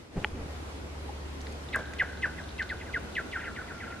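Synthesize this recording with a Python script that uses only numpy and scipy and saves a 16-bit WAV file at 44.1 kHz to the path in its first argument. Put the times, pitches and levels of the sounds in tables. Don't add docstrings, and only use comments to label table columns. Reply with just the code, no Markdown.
import sys
import numpy as np
from scipy import signal
from scipy.fft import rfft, irfft
from scipy.io import wavfile
from scipy.ndimage import uniform_filter1d

SR = 44100
rng = np.random.default_rng(int(sys.argv[2]) if len(sys.argv) > 2 else 0)


def output_pcm(signal):
    pcm = np.clip(np.atleast_2d(signal).T, -1, 1) * 32767
    wavfile.write(sys.argv[1], SR, np.round(pcm).astype(np.int16))


N = 176400

# freq_hz, gain_db
DIRECT_EQ = [(200, -18), (700, -3), (1400, 2), (1750, -5), (2060, -1), (2230, -37), (2500, -21),
             (2900, -61), (4000, -37), (6000, -76), (12000, -70)]
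SCATTER_EQ = [(200, -22), (700, 13.5), (1500, 2.5), (2050, -2), (2300, -7), (3100, -15), (4200, -27.5),
              (6000, -37), (12000, -56)]
SPLINTER_EQ = [(1000, -45), (2000, -36), (2500, -17.5), (3100, -31.5), (3600, -28), (4500, -59),
               (9000, -70)]
def ice_paths(hz, low_hz, scatter_db, size):
    scattered = amp(scatter_db + spectrum_at(SCATTER_EQ, hz)) * rfft(echoes(size, t60_s=0.12))
    splintered = amp(spectrum_at(SPLINTER_EQ, hz)) * lag(hz, 0.016) * rfft(echoes(size, t60_s=0.0069))
    paths = amp(spectrum_at(DIRECT_EQ, hz)) + scattered + splintered
    flaw = amp(-12) * lag(hz, 0.006 * rng.uniform(0.527, 1))
    near_bank = amp(-22.5) * lag(hz, 0.02)
    ring = amp(-5.5) * band(hz, 0.9 * low_hz, width_oct=0.21) * rfft(echoes(size, t60_s=1.34))
    return paths * (1 + flaw + near_bank) + ring


# time_s (chirp passes 2 kHz), level_db, sweep_s, low_hz, tilt_db_per_oct, scatter_db, knock_db
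TOUCHES = [(1.7363, -9, 0.042, 1541, -13, 1, -11), (1.7456, -1, 0.054, 1541, -25, -15, -14),
           (1.7727, -18.5, .05, 1477, -1, -21, 3.5), (2.002, 2, 0.058, 1472, 1, -9.5, -17.5),
           (2.2353, -2, .06, 1461, -3, -6.5, -15.5), (2.3857, -15.5, 0.06, 1493, 6, -17, -9.5),
           (2.5976, -5.5, 0.061, 1439, 4, -7.5, -33), (2.7027, -7.5, 0.067, 1423, -2, -17, -15),
           (2.8135, -24.5, 0.062, 1451, 22, -4, -13), (2.8701, -21.5, 0.081, 1400, -6, -6, -31),
           (2.946, -3.5, 0.062, 1404, 5, -14, -17), (3.1696, -4.5, 0.067, 1368, 8, -7.5, -17),
           (3.3359, -11, 0.076, 1354, -2.5, -2, -18), (3.374, -21, 0.077, 1360, 2, -2, -33),
           (3.4135, -17.5, 0.07, 1353, -2, 0.5, -21), (3.457, -19, 0.07, 1348, -3, -1, -11),
           (3.474, -21.5, 0.081, 1341, -12, -2.5, -28), (3.567, -18, 0.068, 1341, 1, -2, -12),
           (3.584, -23.5, 0.08, 1339, -26, -7, -21), (3.616, -29, .08, 1367, -12, 1, -25),
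           (3.686, -20, 0.072, 1348, -7, -3.5, -6), (3.712, -30.5, .08, 1360, -12, 0, -27),
           (3.809, -18.5, 0.074, 1354, -3, -4.5, -28), (3.847, -26, 0.078, 1363, 2, 0, -27),
           (3.917, -27, 0.072, 1350, -1, 1, -25), (3.937, -29, .078, 1366, -12, -6, -25)]
# freq_hz, gain_db
KNOCK_EQ = [(80, 0.5), (300, -3), (600, 1), (900, -10), (1400, -4), (3000, -22), (6000, -28), (12000, -32)]
SHORE_EQ = [(200, 2), (550, 0), (1000, 2), (1450, -7), (2000, 7), (3000, 13), (8000, -8)]
def skips(gain_db=21, sweep_mid_hz=1682.4, right_lag_s=42e-6, size=32768, preroll=512):
    out = np.zeros((2, N))
    hz = np.fft.rfftfreq(size, 1 / SR) + 1e-3
    lateness = 1 / (1 + (hz / sweep_mid_hz) ** 5)
    for time_s, level_db, sweep_s, low_hz, tilt_db_per_oct, scatter_db, knock_db in TOUCHES:
        delay_s = sweep_s * np.minimum(lateness, np.interp(low_hz, hz, lateness))
        start_s = time_s - np.interp(2000, hz, delay_s)
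        dispersion = np.exp(-2j * np.pi * np.cumsum(delay_s) * SR / size)
        highpass = 1 / (1 + (low_hz / np.maximum(hz, 100)) ** 45)
        leak = amp(-18.5) * np.minimum(hz / low_hz, 1) ** 2
        tilt = amp(tilt_db_per_oct * np.log2(np.clip(hz, 1300, 2200) / 1750))
        chirp = irfft(dispersion * (highpass + leak) * tilt * ice_paths(hz, low_hz, scatter_db, size))
        add(out, start_s - preroll / SR, amp(gain_db + level_db) * np.roll(chirp, preroll, axis=1))
        knock = colour(echoes(size, t60_s=0.12), KNOCK_EQ)[:, :size // 2]
        add(out, start_s + delay_s[0], amp(gain_db + level_db + knock_db) * knock)
    shore = signal.fftconvolve(out, echoes(SR, t60_s=1, spread=0.19), axes=1)
    out += amp(-25) * colour(shore, SHORE_EQ)[:, :N]
    out[1] = np.interp(np.arange(N) - right_lag_s * SR, np.arange(N), out[1])
    return out


# time_s, level_db
SKITTER_LEVEL = [(3.2, -100), (3.38, -54), (3.5, -50), (3.55, -58), (3.63, -50), (3.68, -56), (3.74, -52),
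                 (3.79, -55), (3.9, -51), (4, -51)]
# freq_hz, gain_db
SKITTER_EQ = [(600, -55), (1290, -48), (1375, 11.5), (1450, -1), (1560, -8), (2000, -8), (3000, -21),
              (6000, -60)]
def skitter(uneven_db=4):
    bumps = unit_rms(uniform_filter1d(rng.standard_normal(N), size=1200))
    contact = rng.standard_normal(N) * amp(uneven_db * bumps)
    return envelope(SKITTER_LEVEL) * unit_rms(colour(contact, SKITTER_EQ))


# start_s, level_db
CLACK_HITS = [(.2403, -21), (.2456, 0), (.2477, -10)]
# freq_hz, gain_db
CLACK_EQ = [(200, -12), (700, -12), (1200, 2), (1800, 5.5), (2800, 1.5), (3200, 1), (3700, -23),
            (4400, -16), (5000, -42), (7500, -37), (12000, -48)]
def clack(ring_hz=845, t60_s=0.034, size=2048):
    out = np.zeros((2, N))
    t = np.arange(size) / SR
    ring = amp(-23.5 - 60 * t / t60_s) * np.sin(2 * np.pi * ring_hz * t)
    log_gain = np.log(amp(spectrum_at(CLACK_EQ, abs(np.fft.fftfreq(size, 1 / SR)))))
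    click = np.fft.ifft(np.exp(np.conj(signal.hilbert(log_gain)))).real
    for start_s, level_db in CLACK_HITS:
        add(out, start_s, amp(level_db) * (amp(7.5) * click + ring))
    return out


# peak_s, level_db, rise_s, fall_s
ARM_SWINGS = [(0.177, -29.5, 0.016, 0.02), (0.218, -38.5, 0.0026, 0.021), (0.364, -39.5, 0.047, 0.12)]
# freq_hz, gain_db
CLOTH_EQ = [(25, 6.5), (60, 0), (170, 2), (400, -4), (700, -13), (1500, -25), (3000, -30), (6000, -61),
            (12000, -73)]
def sleeve(spread=0.056):
    t = np.arange(N) / SR
    swing = sum(amp(level_db) * np.exp(-np.maximum((peak_s - t) / rise_s, (t - peak_s) / fall_s) ** 2)
                for peak_s, level_db, rise_s, fall_s in ARM_SWINGS)
    noise = rng.standard_normal((3, N))
    return swing * unit_rms(colour(noise[0] + spread * noise[1:], CLOTH_EQ))


# start_s, level_db, pitch_hz, width_oct, decay_s
SNAPS = [(1.095, 8, 843, 0.12, 0.0046), (1.407, -20, 4200, .4, .002), (1.4145, -20.5, 5630, 0.45, 0.0021),
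         (1.4688, -13, 4270, 0.22, 0.0038), (1.469, -10, 2000, .35, 0.0036),
         (1.523, -25, 5000, 0.76, 0.0067), (1.689, -8.5, 3700, 0.093, 0.0025),
         (1.736, -5.5, 3740, 0.16, 0.006), (1.744, 4, 2620, 0.089, .004), (1.76, -18, 8200, 0.6, 0.0011),
         (1.805, -11, 3550, 0.14, 0.0034), (1.857, -17, 3650, 0.16, .005), (1.935, -6, 1900, 0.38, 0.0055),
         (1.936, -21, 5300, 0.46, 0.005), (2.171, -13, 3730, 0.18, 0.006),
         (2.439, -12.5, 3700, 0.17, 0.0045), (2.491, -16, 3900, 0.25, .005), (2.505, -13, 3700, .2, 0.0037),
         (2.623, -11, 3450, 0.55, 0.0087), (2.692, -8, 3790, 0.19, 0.014), (3.443, -6.5, 2580, .2, .012)]
def ticks(gain_db=2, size=4096):
    out = np.zeros((2, N))
    hz, t = np.fft.rfftfreq(size, 1 / SR) + 1, np.arange(size) / SR
    for start_s, level_db, pitch_hz, width_oct, decay_s in SNAPS:
        noise = rng.standard_normal((3, size)) * np.exp(-t / decay_s)
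        burst = unit_rms(noise[0] + 0.5 * noise[1:]) / np.sqrt(size)
        centred = np.roll(burst, size // 2, axis=1)
        tick = irfft(rfft(centred) * band(hz, pitch_hz, width_oct))
        add(out, start_s - size / 2 / SR, amp(gain_db + level_db) * tick)
    return out


# time_s, level_db
GRIT_LEVEL = [(1.6, -83), (1.74, -59), (2.1, -66), (2.3, -68), (2.5, -60.5), (2.85, -69), (3.1, -70)]
def crackle(rate_per_s=110, pitch_hz=3670, width_oct=0.16, uneven_db=4):
    hz = np.fft.rfftfreq(N, 1 / SR) + 1
    onsets = rng.random((3, N)) < rate_per_s / SR / 3
    snaps = onsets * amp(uneven_db * np.clip(rng.standard_normal((3, N)), -2, 2))
    grit = irfft(rfft(snaps[0] + snaps[1:]) * band(hz, pitch_hz, width_oct), N)
    return envelope(GRIT_LEVEL) * unit_rms(grit)


# freq_hz, gain_db
AIR_EQ = [(59, -47), (100, 1), (192, -4.5), (226, -0.5), (462, -3.5), (567, -6), (836, -9), (1070, -10),
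          (1160, -11.5), (1310, -11.5), (4460, -21), (13200, -33.5)]
RUMBLE_EQ = [(10, -16), (30, -2), (45, 0.5), (70, 5), (110, -1), (170, -26), (400, -58)]
# freq_hz, correlation
AIR_CORRELATION = [(30, .99), (90, 0.72), (160, 0.92), (300, 0.36), (700, 0.37), (1500, -0.22),
                   (3000, -0.17), (6000, -0.17), (10000, -0.26), (13000, -0.79)]
# time_s, gain_db
BACKGROUND_GAIN = [(0, -3.5), (.1, -8), (.2, 1), (.33, -1.5), (.5, 1), (1.0, 0.5), (1.6, 0.5), (2.5, 1),
                   (3.2, 1), (4, 0)]
def wind(patch_db=1, swell_db=0.4):
    frames, hz = N // 256 + 5, np.fft.rfftfreq(1024, 1 / SR)
    left_re, left_im, other_re, other_im, patches = rng.standard_normal((5, frames, len(hz)))
    patches = uniform_filter1d(patches, size=12, axis=0)
    patches = unit_rms(uniform_filter1d(patches, size=10, axis=1))
    swell = unit_rms(uniform_filter1d(rng.standard_normal(frames), size=40))[:, None]
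    correlation = spectrum_at(AIR_CORRELATION, hz)
    left = left_re + 1j * left_im
    right = correlation * left + np.sqrt(1 - correlation ** 2) * (other_re + 1j * other_im)
    spectra = np.array([left, right]) * amp(spectrum_at(AIR_EQ, hz) + patch_db * patches + swell_db * swell)
    _, air = signal.istft(spectra.swapaxes(1, 2), nperseg=1024, noverlap=768)
    rumble = colour(rng.standard_normal(N), RUMBLE_EQ)
    return envelope(BACKGROUND_GAIN) * (amp(-44) * unit_rms(air[:, :N]) + amp(-53.5) * unit_rms(rumble))


# time_s, level_db
DRONE_LEVEL = [(0.45, -43.5), (1.39, -41), (1.76, -45.5), (3.16, -47.5), (3.26, -57), (3.32, -49.5),
               (3.9, -57)]
# pitch_hz, level_db
HUM_TONES = [(60, -54), (89.5, -51.5)]
# time_s, gain_db
HUM_GAIN = [(0, 5), (1.2, -4), (1.7, -10), (2.6, 2), (3.3, -7), (4, -2.5)]
def drone(pitch_hz=72.3, waver_hz=0.21, fade_in_s=0.31):
    t = np.arange(N) / SR
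    drift = unit_rms(colour(rng.standard_normal(N), [(0, 0), (4, 0), (30, -60), (100, -140)]))
    phase = 2 * np.pi * np.cumsum(pitch_hz + waver_hz * drift) / SR
    tone = np.sin(phase) + amp(-19) * np.sin(2 * phase)
    hums = sum(amp(db) * np.sin(2 * np.pi * (hz * t + rng.random())) for hz, db in HUM_TONES)
    fade_in = np.minimum(t / fade_in_s, 1) ** 2
    return np.sqrt(2) * fade_in * (envelope(DRONE_LEVEL) * tone + envelope(HUM_GAIN) * hums)


def amp(db):
    return 10 ** (np.asarray(db) / 20)


def unit_rms(x):
    return x / np.sqrt(np.mean(x ** 2) + 1e-20)


def spectrum_at(points, hz):
    freq_hz, value = np.transpose(points)
    return np.interp(np.log(hz + 1), np.log(freq_hz + 1), value)


def envelope(points):
    time_s, level_db = np.transpose(points)
    return amp(np.interp(np.arange(N) / SR, time_s, level_db))


def band(hz, centre_hz, width_oct):
    return np.exp(-0.5 * (np.log2(hz / centre_hz) / width_oct) ** 2)


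def lag(hz, delay_s):
    return np.exp(-2j * np.pi * hz * delay_s)


def colour(x, points):
    size = x.shape[-1]
    return irfft(rfft(x) * amp(spectrum_at(points, np.fft.rfftfreq(size, 1 / SR))), size)


def echoes(size, t60_s, spread=0.018):
    mid, side = rng.standard_normal((2, size)) * amp(-60 * np.arange(size) / SR / t60_s)
    return unit_rms(np.array([mid + spread * side, mid - spread * side])) / np.sqrt(size)


def add(mix, start_s, sound):
    part = mix[:, max(round(start_s * SR), 0):][:, :sound.shape[-1]]
    part += sound[..., :part.shape[1]]


def scene():
    return sleeve() + clack() + skips() + skitter() + ticks() + crackle() + wind() + drone()


def record(dry):
    lowpass = signal.firwin(255, 13300, window=("kaiser", 8), fs=SR)
    return signal.oaconvolve(dry, lowpass[None], "same")


dry = scene()
out = record(dry)
output_pcm(out)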